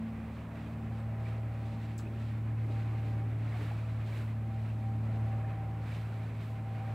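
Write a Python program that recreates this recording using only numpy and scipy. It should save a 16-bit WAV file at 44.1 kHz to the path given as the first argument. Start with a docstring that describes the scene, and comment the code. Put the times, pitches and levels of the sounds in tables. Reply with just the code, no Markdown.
"""Distant boat from a shore deck

A motor boat drones far out on the water: periodic firing gives its exhaust a harmonic hum,
and a gear whines faintly. Below a flowered deck small waves slosh and spill as swells of noise,
and the air they trap resonates in plops. A hummingbird at the flowers gives a faint peep,
then one sharp chip, a falling whistle scattered by the surfaces nearby."""
import sys
import numpy as np
from scipy import signal
from scipy.fft import rfft, irfft
from scipy.io import wavfile

SR = 44100
rng = np.random.default_rng(int(sys.argv[2]) if len(sys.argv) > 2 else 0)


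def generate_wav(sig):
    """Save sig (samples, or channels by samples) to the path in sys.argv[1] as 16-bit PCM at SR."""
    pcm = np.round(np.clip(np.atleast_2d(sig).T, -1, 1) * 32767).astype(np.int16)
    wavfile.write(sys.argv[1], SR, pcm)


N = 306054
TIME = np.arange(N) / SR


def gain_of(db):
    """The decibel scale: 20 dB is a factor of ten in amplitude."""
    return 10 ** (np.asarray(db) / 20)


def unit_rms(x):
    """Normalisation to unit mean power."""
    return x / np.sqrt(np.mean(x ** 2) + 1e-20)


def level_at(spectrum, hz):
    """Interpolation of a spectrum on a logarithmic frequency axis."""
    frequencies, levels = np.transpose(spectrum)
    return np.interp(np.log(hz + 1), np.log(frequencies), levels)


def follow(curve):
    """Linear interpolation of a time curve at every sample."""
    return np.interp(TIME, *np.transpose(curve))


def drift(rate_hz):
    """Random modulation: low-pass noise with an rms of 1."""
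    hz = np.fft.rfftfreq(N, 1 / SR)
    return unit_rms(irfft(rfft(rng.standard_normal(N)) * np.exp(-(hz / rate_hz) ** 2), N))


def add(mix, start_s, sound):
    """Superposition of a stereo sound from a given time."""
    part = mix[:, max(round(start_s * SR), 0):][:, :sound.shape[1]]
    part += sound[:, :part.shape[1]]


def surges(rows, rest_db, roundness=1.6, rise=.8, settle=1.2):
    """Incoherent sources add in power: the amplitude of water that heaves, then settles more slowly."""
    power = gain_of(rest_db) ** 2
    for peak_s, half_length_s, db in rows:
        span_s = half_length_s * np.where(TIME < peak_s, rise, settle)
        power = power + gain_of(db) ** 2 * np.exp(-abs((TIME - peak_s) / span_s) ** roundness)
    return np.sqrt(power)


# Stereo width, growing with frequency: frequency_hz, side_minus_mid_db
STEREO_WIDTH = [(110, -41), (200, -27), (380, -19), (700, -16), (1290, -9.7), (2400, -12), (4400, -9),
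                (8100, -7), (15000, -6)]
# Lean to the right: frequency_hz, left_minus_right_db
STEREO_BALANCE = [(700, 0), (1300, -1.5), (2400, -4.3), (4400, -2), (8000, -.3), (15000, -.5)]
def colour(drive, spectrum, band_hz=(0, SR)):
    """Spectral shaping of two independent drives as mid and side; the mid has unit rms in the band."""
    hz = np.fft.rfftfreq(N, 1 / SR)
    mid, side = rfft(drive) * gain_of(level_at(spectrum, hz))
    side = side * gain_of(level_at(STEREO_WIDTH, hz))
    lean = gain_of(level_at(STEREO_BALANCE, hz) / 2)
    in_band = irfft(mid * (hz > band_hz[0]) * (hz < band_hz[1]), N)
    return irfft(np.array([(mid + side) * lean, (mid - side) / lean]), N) / in_band.std()


# Engine speed, sagging slowly: time_s, firing_rate_hz
FIRING_RATE = [(0, 111.8), (2.2, 111.3), (4.5, 110.6), (6.9, 110.35)]
# Firing tone, its octave and gear whine, fading and returning over the water: time_s, level_db
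FIRING_LEVEL = [(0, -46), (.68, -45.5), (.9, -37.5), (1.32, -36), (2.1, -38.5), (2.45, -34), (2.85, -33),
                (3.7, -35), (4.55, -35.5), (5.29, -32.5), (5.57, -36.5), (6.3, -38), (6.9, -37)]
OCTAVE_LEVEL = [(0, -38), (.44, -50.5), (.84, -44), (1.5, -53.5), (1.7, -47.5), (2.6, -50.5), (3.7, -55.5),
                (4.5, -47), (4.75, -52), (4.97, -46), (5.35, -49), (5.55, -56), (6.9, -52)]
WHINE_LEVEL = [(0, -65), (.78, -66), (.92, -59), (1.8, -60), (2.4, -64.5), (2.75, -57.5), (3.22, -54),
               (3.35, -68.5), (4.33, -64.5), (4.55, -52), (4.7, -69.5), (4.88, -50.5), (5.05, -61.5),
               (5.19, -52.5), (5.7, -52.5), (5.9, -60), (6.5, -61), (6.9, -50.5)]
# Deepest exhaust tone, dying away late: time_s, level_db
THROB_LEVEL = [(0, -49.5), (4.3, -48.5), (5.2, -46.5), (5.9, -50.5), (6.9, -56)]
# Other exhaust tones: multiple_of_cycle_rate, level_db
EXHAUST_ORDERS = [(7, -66), (8, -57), (9, -53), (11, -62), (14, -61), (16, -62.5), (18, -79), (20, -74),
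                  (22, -69.5), (31, -68), (33, -71.5), (35, -66), (36, -73)]
def engine(cylinders=6, gear_order=42.5, throb_order=4, waver=0.44):
    """Engine orders are multiples of the cycle rate; unequal cylinders fill in between firing tones."""
    cycles = np.cumsum(follow(FIRING_RATE) / cylinders) / SR

    def tone(order, db, depth, rate_hz):
        """Propagation through moving air and over water modulates amplitude and phase."""
        path = 1 + depth * (drift(rate_hz) + 1j * drift(rate_hz))
        carrier = np.exp(2j * np.pi * (order * cycles + rng.random()))
        return gain_of(db) * unit_rms((path * carrier).real)

    out = tone(cylinders, follow(FIRING_LEVEL), depth=0.064, rate_hz=28)
    out += tone(2 * cylinders, follow(OCTAVE_LEVEL), depth=0.064, rate_hz=7.4)
    out += tone(gear_order, follow(WHINE_LEVEL), depth=0.18, rate_hz=20)
    out += tone(throb_order, follow(THROB_LEVEL), depth=0.11, rate_hz=5.5)
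    for order, db in EXHAUST_ORDERS:  # shorter wavelengths waver more
        out += tone(order, db, depth=waver * order / (2 * cylinders), rate_hz=1.43)
    return out


# Low roar of the exhaust: frequency_hz, density_db
ROAR_SPECTRUM = [(20, -27), (35, -14), (55, -3.5), (90, -2), (125, 0.5), (190, -3), (260, -7.5), (350, -19),
                 (500, -24), (2000, -74)]
def exhaust_roar(level_db=-51):
    """Stationary noise: the continuous spectrum beneath the exhaust's harmonics."""
    return colour(rng.standard_normal((2, N)), ROAR_SPECTRUM) * gain_of(level_db)


# Hollow slosh against the shore: frequency_hz, density_db
SLOSH_SPECTRUM = [(100, -12), (230, -2.5), (290, 4), (400, -3), (520, -12), (1200, -46)]
# Swells reaching the shore: peak_s, half_length_s, relative_level_db
SWELLS = [(2.08, 0.092, -51.5), (2.68, 0.043, -47.5), (3.05, 0.17, -50), (3.62, 0.065, -51),
          (4.08, 0.15, -54), (5.25, .2, -54)]
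def slosh(gain_db=-3):
    """Amplitude modulation: each swell lifts a hollow band of noise."""
    hollow = colour(rng.standard_normal((2, N)), SLOSH_SPECTRUM, band_hz=(270, 450))
    return hollow * surges(SWELLS, rest_db=-57) * gain_of(gain_db)


# Rumble of open water: frequency_hz, density_db
RUMBLE_SPECTRUM = [(150, -8), (360, -14), (480, -0.5), (640, -0.5), (900, -4), (1250, -8.5), (1600, -13.5),
                   (2500, -19), (6000, -59)]
# Its rise and fall: time_s, relative_level_db
RUMBLE_LEVEL = [(0, -57.5), (.9, -55.5), (1.4, -57.5), (1.75, -56.5), (1.98, -60.5), (2.45, -59.5),
                (2.65, -56), (3.35, -59.5), (3.56, -55), (3.85, -58.5), (4.88, -59.5), (5.15, -54),
                (6.6, -59), (6.9, -53)]
def open_water(gain_db=-2):
    """Open water radiates dull broadband noise under a slow envelope."""
    rumble = colour(rng.standard_normal((2, N)), RUMBLE_SPECTRUM, band_hz=(470, 740))
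    return rumble * gain_of(follow(RUMBLE_LEVEL) + gain_db)


# Far wash along the shore: frequency_hz, density_db
WASH_SPECTRUM = [(200, -11), (600, 1), (1100, 1.5), (1700, 0.5), (2450, -1), (3100, -11), (4000, -17),
                 (5200, -28.5), (8000, -34), (15000, -45)]
# Its rise and fall: time_s, relative_level_db
WASH_LEVEL = [(0, -59), (1.1, -60), (2.5, -61.5), (2.7, -60), (3.6, -58.5), (4.4, -60.5), (5, -62.5),
              (5.45, -59), (6.15, -60.5), (6.6, -60.5), (6.9, -62)]
def wash(gain_db=-2, ripple_db=1.95):
    """Incoherent summation: many distant wavelets merge into a soft, rippling rush."""
    rush = colour(rng.standard_normal((2, N)), WASH_SPECTRUM, band_hz=(1000, 2800))
    return rush * gain_of(follow(WASH_LEVEL) + gain_db + ripple_db * drift(rate_hz=20))


# Wavelets breaking close by: peak_s, half_length_s, relative_foam_db, relative_spray_db
WAVELETS = [(0.361, .05, -76, -92), (.66, .11, -73.5, -87), (0.971, .04, -73.5, -86),
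            (1.286, .04, -65.5, -82), (1.76, .17, -72, -86), (2.22, .06, -69.5, -90), (2.76, .12, -69, -84),
            (3.06, .06, -70.5, -89), (3.61, .1, -62, -75), (3.901, .1, -74.5, -92), (4.14, .07, -62.5, -72),
            (4.671, .11, -72.5, -83), (5.158, .11, -73.5, -91), (5.91, .085, -66.5, -75),
            (6.14, .12, -70.5, -82), (6.44, .06, -70.5, -76), (6.82, .14, -71.5, -83)]
def breaking(calm_db=-84, full_wave_db=-61):
    """The amplitude envelope of the near breaking water, 1 at the height of a full wave."""
    foam = [(peak_s, half_length_s, db) for peak_s, half_length_s, db, _ in WAVELETS]
    return surges(foam, calm_db) / gain_of(full_wave_db)


# Small waves spilling: frequency_hz, density_db
SPILL_SPECTRUM = [(200, -3.5), (600, -7), (1300, -4.5), (2400, 0), (3100, -6), (4000, -7), (5200, -15.5),
                  (6600, -20), (7900, -18), (9500, -26.5), (16000, -40)]
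def spill(level_db=-64, growth=0.77, drops_per_s=2500, spread_db=2, churn_db=1.8):
    """Shot noise of droplets and hiss of foam grow as a power of the wave's strength."""
    sizes = gain_of(spread_db * np.minimum(rng.exponential(1, (2, N)), 4))
    signs = rng.choice([-1, 1], (2, N))
    drops = unit_rms(sizes * signs * (rng.random((2, N)) < drops_per_s / SR))
    foam = rng.standard_normal((2, N))
    fizz = colour(drops + foam, SPILL_SPECTRUM, band_hz=(3500, 7000))
    return fizz * breaking() ** growth * gain_of(level_db + churn_db * drift(rate_hz=14.5))


# Fine spray thrown by the waves: frequency_hz, density_db
SPRAY_SPECTRUM = [(1500, -16), (4500, -3), (8000, 3), (10000, 1.5), (13000, 3.5), (16000, -6)]
def spray(gain_db=-1, flight_s=.018, drops_per_s=5000):
    """Impact noise: tiny droplets land after a short flight, in a brief bright hiss."""
    drops = unit_rms(rng.standard_normal((2, N)) * (rng.random((2, N)) < drops_per_s / SR))
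    mist = rng.standard_normal((2, N))
    patter = colour(drops + mist, SPRAY_SPECTRUM, band_hz=(9000, 15000))
    landings = [(peak_s + flight_s, half_length_s, db) for peak_s, half_length_s, _, db in WAVELETS]
    return patter * surges(landings, rest_db=-93) * gain_of(gain_db)


def bubble(hz, peak_db, left_minus_right_db, decay_at_1khz_s=0.008, rise=.04):
    """Damped resonance of trapped air, rising a little in pitch; larger bubbles ring longer."""
    lifetime_s = decay_at_1khz_s * np.sqrt(1000 / hz)
    age = np.arange(0, 6, 1 / (SR * lifetime_s))  # in lifetimes
    phase = 2 * np.pi * np.cumsum(hz * (1 + rise * (age - .5))) / SR
    envelope = (1 - np.exp(-age / 0.42)) * np.exp(-age)
    pan = gain_of(left_minus_right_db * np.array([[.5], [-.5]]))
    return pan * gain_of(peak_db) * envelope / envelope.max() * np.sin(phase)


def under_deck(sound, wet=0.26, t60_s=0.1):
    """Reverberation: dense reflections under the deck decay exponentially."""
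    age_s = np.arange(SR // 4) / SR
    echoes = rng.standard_normal((2, len(age_s))) * gain_of(-60 * age_s / t60_s)
    return sound + wet * signal.oaconvolve(sound, echoes / np.linalg.norm(echoes[0]), axes=1)[:, :N]


# Prominent bubbles trapped by the waves: start_s, pitch_hz, relative_peak_db
PLOPS = [(1.257, 2300, -50), (2.03, 324, -46), (2.065, 2490, -51), (2.195, 408, -49), (2.65, 356, -47.5),
         (3.522, 1960, -50), (3.545, 700, -46), (3.608, 417, -44.5), (3.711, 800, -42.5),
         (4.123, 2240, -50), (4.699, 2670, -53.5), (5.444, 1710, -49), (5.92, 2230, -47.5)]
def bubbles(plop_gain_db=-1, small_db=-66, growth=0.089, spread_db=3.5, low_hz=900, high_hz=4200):
    """Air entrainment: a few plops and many faint bubbles, densest as a wave spills."""
    out = np.zeros((2, N))
    for start_s, hz, db in PLOPS:
        add(out, start_s, bubble(hz, db + plop_gain_db, level_at(STEREO_BALANCE, hz)))
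    strength = breaking()
    spilled = np.cumsum(strength)
    for when, pitch, loudness, side in rng.random((900, 4)):  # one row per faint bubble
        onset = np.searchsorted(spilled, when * spilled[-1])
        hz = low_hz * (high_hz / low_hz) ** pitch
        db = small_db + level_at(WASH_SPECTRUM, hz) + spread_db * min(-np.log(1 - loudness), 2.5)
        lean_db = level_at(STEREO_BALANCE, hz) + 12 * (side - .5)
        ring = bubble(hz, db, lean_db, decay_at_1khz_s=0.0088)
        add(out, onset / SR, strength[onset] ** growth * ring)
    return under_deck(out)


# Body of a wave slapping the shore: frequency_hz, density_db
SLAP_SPECTRUM = [(250, -10), (600, 0), (1100, -2), (1800, 1.5), (2500, -6), (3300, -12), (6000, -33.5)]
def slap(level_db=-57.5, growth=1.55, lumpy_db=3):
    """Impact on the shore: a lumpy splash grows faster than the wave, so larger waves stand out."""
    splash = colour(rng.standard_normal((2, N)), SLAP_SPECTRUM, band_hz=(1000, 2800))
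    return splash * breaking() ** growth * gain_of(level_db + lumpy_db * drift(rate_hz=31))


# The hummingbird's thin peep: frequency_hz, density_db
PEEP_SPECTRUM = [(6500, -60), (7800, -14), (8300, 0), (8800, -14), (10500, -60)]
def peep(peak_s=1, half_length_s=.025, level_db=-79):
    """Scattering by foliage blurs a faint high note into narrow-band noise."""
    envelope = np.exp(-((TIME - peak_s) / half_length_s) ** 2)
    return colour(rng.standard_normal((2, N)), PEEP_SPECTRUM) * gain_of(level_db) * envelope


def scatter(call, lean_db=2, first_echo_s=0.0038, early_t60_s=0.1, tail_t60_s=0.33):
    """Multipath propagation: the direct sound, then sparse echoes from leaves, fence and deck."""
    age_s = np.arange(SR // 2) / SR
    shared, left, right = rng.standard_normal((3, len(age_s))) * (rng.random((3, len(age_s))) < .1)
    taps = (shared + 0.36 * np.array([left, right])) * (age_s > first_echo_s)
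    paths = np.zeros_like(taps)
    paths[:, 0] = gain_of([lean_db, -lean_db])  # direct path, louder on the left
    for echo_db, t60_s in (-1, early_t60_s), (-14, tail_t60_s):
        echoes = taps * gain_of(-60 * age_s / t60_s)
        paths += gain_of(echo_db) * echoes / np.linalg.norm(echoes[0])
    return signal.fftconvolve(call[None], paths, axes=1)


# The hummingbird's falling whistle: age_s, pitch_hz, level_db
CHIP_SWEEP = [(0, 8840, -68), (.0015, 7900, -55), (.003, 7780, -47.5), (.0045, 6530, -55),
              (.007, 5150, -57), (.011, 3696, -61), (.015, 1823, -58), (0.021, 990, -45)]
def chip(start_s=1.9775, octave_db=-61):
    """A steep downward frequency sweep with its second harmonic is heard as one sharp chip."""
    knots_s, pitch_hz, level_db = np.transpose(CHIP_SWEEP)
    age_s = np.arange(0, knots_s[-1], 1 / SR)
    phase = 2 * np.pi * np.cumsum(np.interp(age_s, knots_s, pitch_hz)) / SR
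    call = gain_of(np.interp(age_s, knots_s, level_db)) * np.sin(phase)
    call += gain_of(octave_db) * signal.windows.tukey(len(age_s), .3) * np.sin(2 * phase)
    out = np.zeros((2, N))
    add(out, start_s, scatter(call))
    return out


def scene():
    """Linear superposition of boat, water and bird."""
    boat = engine() + exhaust_roar()
    water = slosh() + open_water() + wash() + spill() + spray() + bubbles() + slap()
    return boat + water + peep() + chip()


# Steady hiss of the microphone: frequency_hz, density_db
HISS_SPECTRUM = [(100, 14), (5000, 1.5), (6800, -1), (7700, 2), (9200, -2), (12500, -2), (16000, -2)]
def record(dry, hiss_db=-71.5, cutoff_hz=15750):
    """Microphone self-noise sets the noise floor; a low-pass filter limits the bandwidth."""
    hiss = gain_of(hiss_db) * colour(rng.standard_normal((2, N)), HISS_SPECTRUM)
    low_pass = signal.firwin(1023, cutoff_hz, window=("kaiser", 9), fs=SR)
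    return signal.oaconvolve(dry + hiss, low_pass[None], "same")


dry = scene()
out = record(dry)
generate_wav(out)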